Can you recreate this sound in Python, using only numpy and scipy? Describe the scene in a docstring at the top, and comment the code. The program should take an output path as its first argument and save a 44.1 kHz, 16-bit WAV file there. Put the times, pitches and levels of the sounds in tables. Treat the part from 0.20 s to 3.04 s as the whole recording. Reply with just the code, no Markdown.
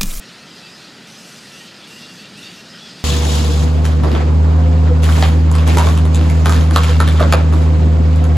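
"""Among distant trees, a large colony of fruit bats chatters over a low rumble of traffic or water.
Nearer bats stand out: harsh screeches stack shaky overtones with rasping noise; near squeals and strong
screech overtones are single gliding tones with weaker neighbours. Hundreds of far calls, made alike at
random times, merge with a wash of noise. The trees scatter the calls as a fading echo; the rumble is
shaped noise with surging bass. Everything is mono, the same in both channels."""
import sys
import numpy as np
from scipy import signal
from scipy.fft import rfft, irfft, next_fast_len
from scipy.io import wavfile
from scipy.ndimage import uniform_filter1d, map_coordinates

SR = 44100
rng = np.random.default_rng(int(sys.argv[2]) if len(sys.argv) > 2 else 0)


def generate_wav(signal):
    """Clip the signal to [-1, 1] and save it as 16-bit WAV at the path in sys.argv[1]."""
    frames = np.transpose(np.atleast_2d(signal))
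    scaled = np.clip(frames, -1, 1) * 32767
    pcm = np.round(scaled).astype(np.int16)
    wavfile.write(sys.argv[1], SR, pcm)


N = 125244  # length of the scene in samples

# How the throat strengthens or weakens each overtone of a screech: f/Hz, level/dB
THROAT_SHAPE = [(900, -16), (1830, -28), (2720, 3), (3650, -17), (4650, -6), (5500, -20), (7300, -13)]


def overtones(phase, pitch, count):
    """A voice is a stack of whole-number multiples of its pitch, each weighted by the throat."""
    total = 0
    for k in np.arange(1, count + 1):
        total = total + amp(along(THROAT_SHAPE, k * pitch)) * np.sin(k * phase)
    return unit(total)


# Each screech before the trees: start t/s, length t/s, central pitch f/Hz, voice level/dB, rasp level/dB
SCREECH_CALLS = [(0.195, 0.11, 895, -57, -78), (0.345, 0.33, 890, -55, -55),
                 (0.867, 0.109, 813.7, -50.5, -47.5), (0.969, 0.2384, 886.3, -54, -46.5),
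                 (1.203, 0.124, 896, -51.5, -47.5), (1.315, 0.1703, 910, -48.5, -47.5),
                 (1.562, 0.129, 904, -55.5, -72.5), (1.671, 0.1577, 914.6, -46.5, -46.5),
                 (1.815, 0.13, 929.5, -58.5, -51.5), (1.933, .112, 899, -60.5, -49.5),
                 (2.169, 0.1208, 900.4, -43, -47), (2.276, 0.147, 917, -46.5, -51.5),
                 (2.791, 0.03, 869, -55.5, -50)]
# Tone colour of the rasping breath: f/Hz, level/dB
RASP_SHAPE = [(1500, -46), (3000, -30.5), (5000, 1.5), (6000, 5), (7500, -1.5), (9500, -4), (13000, -10.5),
              (15000, -18)]


def screeches():
    """Quarrelling bats: a shaky voice with overtones comes in spurts, with a bright breathy rasp on top."""
    voice, breath = np.zeros(N), np.zeros(N)
    for start, length, pitch, voice_db, rasp_db in SCREECH_CALLS:
        env = envelope(length, flutter_db=2.5, flutter_rate=124.3)
        size = len(env)
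        spurts = unit(amp(2.23 * wobble(55.6, size)))
        # The pitch trembles both very fast and more slowly
        hz = pitch * (1 + 0.04006 * wobble(1100, size) + 0.01735 * wobble(68.67, size))
        phase = 2 * np.pi * np.cumsum(hz) / SR
        add(voice, start, amp(voice_db) * env * spurts * overtones(phase, pitch, count=8))
        add(breath, start, amp(rasp_db) * envelope(length, flutter_db=0.5, flutter_rate=260))
    return voice + breath * coloured(patchy_noise(patchy_db=3.3), RASP_SHAPE)


# Near squeals, and single strong overtones of the harsh screeches, before the trees:
# start t/s, length t/s, first f/Hz, middle f/Hz, last f/Hz, level/dB, pitch jitter (share of the pitch)
STRONG_TONES = [(0.119, 0.048, 4297, 4600, 5000, -47.5, 0.037),
                (0.178, 0.071, 4000, 4250, 4410, -49, 0.021), (0.342, .045, 2753, 2690, 2699, -49.5, .016),
                (0.393, 0.0564, 4226, 3990, 3930, -49, 0.03),
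                (0.422, 0.084, 2644, 2660, 2638, -45.5, 0.0103),
                (0.45, 0.0494, 4417, 4750, 4800, -45, .026), (0.497, 0.094, 4987, 5050, 4784, -46, 0.0434),
                (0.549, 0.165, 4228, 4260, 4019, -48.5, 0.0746),
                (0.862, 0.043, 2375, 2430, 2370, -48.5, .015),
                (0.957, 0.071, 4900, 5050, 5084, -46.5, 0.0283), (1.08, .12, 6060, 6120, 6200, -55, .025),
                (1.258, 0.051, 4200, 4280, 4127, -46.5, 0.06),
                (1.316, 0.144, 2693, 2684, 2749, -49.5, .028),
                (1.396, 0.0317, 4544, 4590, 4690, -47, 0.017), (1.402, 0.033, 1880, 1865, 1820, -43, .02),
                (1.37, 0.147, 2900, 3060, 3053, -49, 0.0366), (1.535, 0.065, 5000, 4890, 4750, -50, 0.0286),
                (1.623, 0.0414, 3208, 3420, 3260, -44, 0.015),
                (1.721, 0.226, 4993, 4980, 4930, -50.5, 0.0395),
                (1.803, 0.076, 3707, 3750, 3706, -47, 0.0635), (1.82, 0.04, 2712, 2790, 2805, -43, 0.0122),
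                (1.806, 0.1155, 4614, 4650, 4696, -47, 0.058), (1.885, 0.0518, 2815, 2770, 2733, -47, .012),
                (1.974, 0.0485, 4530, 4700, 4830, -45, 0.054),
                (1.983, 0.0882, 2624, 2700, 2853, -46.5, 0.02),
                (2.166, 0.0469, 2609, 2700, 2734, -40.5, 0.021),
                (2.188, 0.204, 3691, 3650, 3700, -47.5, 0.065), (2.224, 0.062, 3579, 3660, 3608, -41, 0.02),
                (2.236, 0.077, 4520, 4604, 4650, -43.5, 0.0267),
                (2.496, 0.0802, 4950, 5080, 5124, -44.5, 0.027),
                (2.517, 0.115, 3020, 3250, 3349, -47.5, 0.049), (2.609, .1, 3380, 3370, 2992, -43.5, 0.018),
                (2.572, 0.143, 5217, 5200, 4938, -47, 0.084), (2.558, 0.177, 4113, 4250, 4519, -46, 0.103),
                (2.786, 0.0394, 3544, 3500, 3370, -43.5, 0.017)]


def squeals_and_strong_overtones():
    """Near squeals and strong screech overtones stand out over the crowd; more jitter sounds hoarser."""
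    out = np.zeros(N)
    for start, length, first, middle, last, db, jitter in STRONG_TONES:
        tone = gliding_tone(length, first, middle, last, jitter, side_db=-20.0)
        add(out, start, amp(db) * tone)
    return out


def gliding_tone(length, first_hz, middle_hz, last_hz, jitter, side_db):
    """One strong, unsteady overtone glides along an arc, with weaker neighbours on both sides."""
    env = envelope(length, flutter_db=1.5, flutter_rate=177.3)
    progress = np.linspace(0, 1, len(env))
    arc = np.polyfit([0, .5, 1], [first_hz, middle_hz, last_hz], 2)
    hz = np.polyval(arc, progress) * (1 + jitter * wobble(1102, len(env)))
    phase = 2 * np.pi * np.cumsum(hz) / SR
    # The strong tone is overtone 4 of a low voice; these are overtones 3, 5 and 6
    neighbours = sum(np.sin(phase * k / 4) for k in (3, 5, 6))
    return env * unit(np.sin(phase) + amp(side_db) * neighbours)


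ATTACK_S, RELEASE_S = 0.00612, 0.01784


def envelope(length, flutter_db, flutter_rate):
    """A call rises, holds and dies away, while the rough voice shakes its loudness."""
    t = np.arange(int(length * SR)) / SR
    rise = np.clip(t / ATTACK_S, 0, 1)
    fall = np.clip((length - t) / RELEASE_S, 0, 1)
    return rise * fall * unit(amp(flutter_db * wobble(flutter_rate, len(t))))


CALLS_PER_S = 120


def chorus():
    """Many short far squeaks overlap at random times, pitches and strengths."""
    out = np.zeros(N + SR // 2)  # starts early, so the crowd is already calling
    count = int(CALLS_PER_S * len(out) / SR)
    for when, span, height, glide, arch, strength in rng.random((count, 6)):
        length = 0.02668 + 0.05945 * span
        hz = 1300 * 4.6 ** height
        slope = 0.12085 * (glide - .5)  # rising or falling
        first, middle, last = hz * (1 - slope), hz * (1 + 0.0403 * arch), hz * (1 + slope)
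        call = gliding_tone(length, first, middle, last, jitter=0.0266, side_db=-5)
        add(out, when * len(out) / SR, amp(4.38 * strength) * np.sqrt(hz) * call)
    return out[-N:]


# Tone colour of the far colony: f/Hz, level/dB (per Hz, relative)
COLONY_SHAPE = [(530, -31), (1120, -11.5), (1270, -1), (1650, -6), (1930, -3), (2120, -8.5), (2690, -3.5),
                (3030, -5), (4160, -5), (4950, -5), (5800, -11), (7300, -14), (9500, -19.5), (10700, -24),
                (13000, -28.5), (15000, -34)]
# How busy the colony sounds over time: t/s, level/dB
COLONY_ACTIVITY = [(0, -40.5), (.25, -41.5), (.55, -42), (1.55, -41.5), (1.82, -41.5), (2.46, -41),
                   (2.64, -40.5), (2.76, -41.5), (2.84, -39.5)]
CHORUS_DB, WASH_DB = -6, -3  # balance between the two, before the overall level


def colony(low_hz=1150):
    """Far calls and the noisy wash of still farther ones swell together, with the low tones cut."""
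    calls = coloured(trees(chorus()), COLONY_SHAPE)
    wash = coloured(patchy_noise(patchy_db=1.56), COLONY_SHAPE)
    crowd = amp(CHORUS_DB) * calls + amp(WASH_DB) * wash
    crowd = filtered(crowd, lambda hz: (hz / low_hz) ** 4 / np.sqrt(1 + (hz / low_hz) ** 8))
    return amp(curve(COLONY_ACTIVITY)) * unit(crowd)


# How long the trees' echo takes to fade by 60 dB at each frequency: f/Hz, fade t/s
TREE_FADE = [(500, 0.413), (3000, 0.234), (12000, 0.188)]
DIRECT_DB, ECHO_DB = -1, -8.5


def trees(x):
    """Trunks and leaves scatter sound into a noisy tail that fades at its own pace in each band."""
    hz, t, z = signal.stft(rng.standard_normal(SR // 2), SR, nperseg=256)
    fade = amp(-60 * t / along(TREE_FADE, hz)[:, None])
    tail = signal.istft(z * fade, SR, nperseg=256)[1]
    echo = signal.fftconvolve(x, tail / np.linalg.norm(tail))[:N]
    return amp(DIRECT_DB) * x + amp(ECHO_DB) * echo


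# Tone colour of the rumble: f/Hz, level/dB (per Hz, relative)
RUMBLE_SHAPE = [(25, -31.5), (45, -29), (80, -19), (120, -10), (165, -2), (215, -2), (260, -6), (400, -11),
                (700, -14.5), (1100, -18.5), (2500, -27.5), (9000, -75.5)]
# Gain of the rumble's bass over time: t/s, level/dB
BASS_LEVEL = [(0, -43), (.38, -43.5), (.49, -40.5), (.55, -45.5), (.68, -43.5), (1.25, -44), (1.62, -44.5),
              (1.85, -41.5), (2.17, -40), (2.34, -42.5), (2.55, -42.5), (2.73, -40), (2.84, -43)]
STEADY_DB, SURGE_BELOW_HZ = -43.5, 333


def rumble():
    """Distant traffic or water as shaped noise: its bass surges while the roar above stays steady."""
    roar = coloured(rng.standard_normal(N), RUMBLE_SHAPE)
    bass = filtered(roar, lambda hz: 1 / (1 + (hz / SURGE_BELOW_HZ) ** 4))
    return amp(curve(BASS_LEVEL)) * bass + amp(STEADY_DB) * (roar - bass)


def patchy_noise(patchy_db):
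    """Noise whose loudness varies in brief random patches of time and frequency."""
    z = signal.stft(rng.standard_normal(N), nperseg=512)[2]
    field = uniform_filter1d(rng.standard_normal(z.shape), size=4, axis=0)  # smooth over frequency
    field = uniform_filter1d(field, size=9, axis=1)  # smooth over time
    return signal.istft(z * amp(patchy_db * unit(field)), nperseg=512)[1][:N]


def wobble(rate, size=N):
    """A smooth random curve with rate random points a second."""
    knots = rng.standard_normal(4096)
    return map_coordinates(knots, [np.arange(size) * rate / SR], mode="wrap")


def coloured(x, spectrum):
    """Filter x by a table of tone colour, then bring it to rms 1."""
    return unit(filtered(x, lambda hz: amp(along(spectrum, hz))))


def filtered(x, response):
    """Multiply each frequency in x by its gain."""
    m = next_fast_len(N + SR // 2)  # spare room keeps the end from wrapping onto the start
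    gain = response(np.fft.rfftfreq(m, 1 / SR))
    return irfft(rfft(x, m) * gain, m)[..., :N]


def along(points, hz):
    """Read between (f/Hz, value) points, with frequency on a log scale."""
    f, v = np.transpose(points)
    return np.interp(np.log(hz + 1), np.log(f + 1), v)


def curve(rows):
    """Read between (t/s, value) points, giving one value per sample."""
    return np.interp(np.arange(N) / SR, *np.transpose(rows))


def add(track, start, sound):
    """Mix a sound into a track at a start time in seconds."""
    part = track[max(0, round(start * SR)):][:len(sound)]
    part += sound[:len(part)]


def amp(db):
    """Turn decibels into a gain."""
    return 10 ** (np.asarray(db) / 20)


def unit(x):
    """Scale to an average strength (rms) of 1."""
    return x / np.sqrt(np.mean(x ** 2) + 1e-20)


def scene():
    """Near bats among the trees, the far colony and the rumble, alike in both channels."""
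    near_bats = trees(screeches() + squeals_and_strong_overtones())
    mono = near_bats + colony() + rumble()
    return np.array([mono, mono])


TOP_HZ = 15300


def record(dry):
    """The microphone keeps nothing from its upper band limit upwards."""
    return filtered(dry, lambda hz: hz < TOP_HZ)


dry = scene()
out = record(dry)
generate_wav(out)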